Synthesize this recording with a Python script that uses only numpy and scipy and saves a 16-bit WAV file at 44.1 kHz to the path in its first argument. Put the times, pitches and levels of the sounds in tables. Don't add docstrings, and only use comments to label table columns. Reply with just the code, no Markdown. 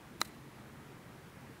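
import sys
import numpy as np
from scipy import signal
from scipy.fft import rfft, irfft
from scipy.io import wavfile
from scipy.ndimage import uniform_filter1d

SR = 44100
rng = np.random.default_rng(int(sys.argv[2]) if len(sys.argv) > 2 else 0)


def pcm_store(signal):
    levels = np.round(np.clip(np.atleast_2d(signal), -1, 1) * 32767)
    wavfile.write(sys.argv[1], SR, levels.astype(np.int16).T)


def how_loud(loudness_db):
    steps = np.asarray(loudness_db, float) / 20
    return 10 ** steps


N = 70560

# start_s, level_db
CLUB_BLOWS = [
    (.2149, -35.5),
    (.21524, -20),
    (.2158, -30.5),
    (0.2071, -52),
    (0.212, -52),
    (0.213, -46.5),
]


def evened(x):
    return x / np.sqrt(np.mean(x ** 2) + 1e-20)


def read_curve(points, hz):
    f, value = np.transpose(points)
    return np.interp(np.log(hz + 1), np.log(f + 1), value)


def coloured(x, gain_db):
    hz = np.fft.rfftfreq(len(x), 1 / SR)
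    return irfft(rfft(x) * how_loud(gain_db(hz)), len(x))


def club_strike():
    # pitch_hz, level_db, t60_s, face_side (moving out 1 or in -1)
    modes = [(349, -17.5, 0.033, 1), (956, -11.5, 0.028, 1), (1255, 3, 0.014, 1), (1716, -6, 0.011, -1),
             (2026, -6, 0.013, 1), (2327, -12.5, 0.014, 1), (2884, -14, 0.016, 1), (4053, 2, .014, 1),
             (8960, -17.5, 0.0077, -1), (6160, -7.5, 0.01, -1), (7050, -11.5, 0.0081, -1),
             (7770, -11, 0.0068, -1), (10500, -18.5, 0.0045, 1), (13300, -13, .003, -1)]
    ground_delay_s, ground_db = 0.001018, -22
    crack_db, crack_t60_s = -27, 0.013
    ring_samples = 20000
    t, out = np.arange(N) / SR, np.zeros(N)
    ground_blows = [(start + ground_delay_s, db + ground_db) for start, db in CLUB_BLOWS]
    for start, level_db in list(CLUB_BLOWS) + ground_blows:
        age = np.maximum(t - start, 0)[:ring_samples]
        ring = 0
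        for hz, db, t60, side in modes:
            ring = ring + np.sign(side) * how_loud(db - 60 * age / t60) * np.sin(2 * np.pi * hz * age)
        out[:ring_samples] += how_loud(level_db) * ring
    age = t - CLUB_BLOWS[0][0]
    crack_level = how_loud(crack_db - 60 * np.maximum(age, 0) / crack_t60_s)
    out = out + rng.standard_normal(N) * (age > 0) * crack_level
    return signal.sosfilt(signal.butter(4, 310, "high", fs=SR, output="sos"), out)


def scattered_echoes(hit):
    # arrival_s, time to fall 20 dB_s (negative swells instead), level_db
    clusters = [
        (0.2266, -0.2, -30),
        (.232, -0.1, -36),
        (0.248, .02, -25.5),
        (.258, -0.25, -37),
        (.275, -0.3, -35.5),
        (.282, 0.5, -31.5),
        (.385, -0.5, -38),
    ]
    taps_per_s, rise_s = 4000, 0.0016
    cut_hz, ring_hz, ring_db = 1500, 4200, 2
    t = np.arange(N) / SR + CLUB_BLOWS[0][0]
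    taps = rng.standard_normal(N) * (rng.random(N) < taps_per_s / SR)
    response = 0
    for arrival, fall, db in clusters:
        age = np.maximum(t - arrival, 0)
        cluster = taps * np.minimum(age / rise_s, 1) * how_loud(-20 * age / fall)
        response = response + how_loud(db) * cluster / (np.linalg.norm(cluster) + 1e-9)

    def scatter_db(f):
        low_cut = -10 * np.log10(1 + (cut_hz / (f + 1)) ** 4)
        return low_cut + ring_db / (1 + ((f - ring_hz) / 200) ** 2)

    return signal.fftconvolve(coloured(hit, scatter_db), response)[:N]


def stroke_swell(t, start, length):
    u = np.clip((t - start) / length, 0, 1)
    return np.sin(np.pi * np.sqrt(u)) ** 2


def grass_brush():
    # start_s, length_s, level_db
    strokes = [
        (.203, 0.011, -48),
        (0.2077, 0.01, -54),
        (0.22, 0.03, -54.5),
        (.245, 0.028, -53.5),
        (0.269, 0.033, -60),
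    ]
    # pitch_hz, level_db
    rustle_colour = [(500, -11), (1400, -6), (3000, -7), (4100, 1.5), (5300, -9), (8800, -0.5), (14900, -4),
                     (16500, -20)]
    t = np.arange(N) / SR
    snap_db = 1.9 * uniform_filter1d(rng.exponential(1, N), size=6)
    grains = rng.standard_normal(N) * how_loud(snap_db)
    rustle = evened(coloured(grains, lambda f: read_curve(rustle_colour, f)))
    return rustle * sum(how_loud(db) * stroke_swell(t, start, length) for start, length, db in strokes)


def engine_drone():
    # pitch_hz, width_hz, level_db (re the drone level)
    bands = [(70, 15, -11), (123.4, 11, -4), (139.8, 9.7, -2.5), (210.9, 8, -9), (233.4, 9.5, -9.5),
             (295, 10.7, -11.5)]
    # time_s, level_db
    drift = [
        (0, -61.5),
        (.15, -62.5),
        (.28, -54),
        (.45, -59.5),
        (.75, -58.5),
        (1.1, -63),
        (1.6, -63.5),
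    ]
    drift_db = np.interp(np.arange(N) / SR, *np.transpose(drift))
    out = np.zeros(N)
    for centre, width, db in bands:
        band = coloured(rng.standard_normal(N),
                        lambda f: -20 * np.log10(1 + ((f - centre) / width * 2) ** 2))
        out = out + how_loud(db + drift_db) * evened(band)
    return out


def far_traffic():
    # pitch_hz, density_db (per Hz)
    colour = [(25, -20.5), (70, -10.5), (135, -4), (300, -8.5), (600, -15), (950, -15.5), (2000, -20),
              (4000, -32)]
    level_db, rise_db_per_s = -54, 0.3
    patchy_db, swell_db = 1.0, 0.15
    fall_db = -15.5
    frames = N // 256 + 5
    real, imag, patches = rng.standard_normal((frames, 513, 3)).T
    patches = uniform_filter1d(patches, size=10, axis=0)
    patches = evened(uniform_filter1d(patches, size=14, axis=1))
    slow = evened(uniform_filter1d(rng.standard_normal(frames), size=40))
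    field = how_loud(patchy_db * patches + swell_db * slow)
    wash = signal.istft((real + 1j * imag) * field, nperseg=1024, noverlap=768)[1][:N]
    top = colour[-1][0]
    wash = coloured(wash, lambda f: read_curve(colour, f) + fall_db * np.log2(np.maximum(f, top) / top))
    rise_db = rise_db_per_s * (np.arange(N) - N / 2) / SR
    return how_loud(level_db + rise_db) * evened(wash)


def microphone_hiss():
    # pitch_hz, density_db (per Hz)
    colour = [(1000, 0), (5000, -0.5), (9000, -1.5), (15500, -4.5)]
    return how_loud(-66.5) * evened(coloured(rng.standard_normal(N), lambda f: read_curve(colour, f)))


def electronic_whine():
    comb_hz, step_hz, tones_each_side = 10518.5, 79.7, 6
    comb_db, fall_db = -95, -0.142
    t = np.arange(N) / SR
    tones = [(11718.8, -89.5)]
    for k in range(-tones_each_side, tones_each_side + 1):
        tones.append((comb_hz + k * step_hz, comb_db + fall_db * k ** 2))
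    return sum(how_loud(db) * np.sqrt(2) * np.sin(2 * np.pi * (hz * t + rng.random())) for hz, db in tones)


def scene():
    hit = club_strike()
    background = far_traffic() + microphone_hiss() + engine_drone() + electronic_whine()
    quiet = scattered_echoes(hit) + grass_brush() + background
    quiet = coloured(quiet, lambda f: -70 * np.clip((f - 15730) / 100, 0, 1))
    click = coloured(hit, lambda f: -12 * np.clip((f - 15600) / 600, 0, 1) - 60.0 * (f > 16750))
    return (quiet + click)[None]


def band_limit(x):
    return signal.sosfilt(signal.butter(12, 16830, fs=SR, output="sos"), x)


def record(dry):
    return band_limit(dry)


dry = scene()
out = record(dry)
pcm_store(out)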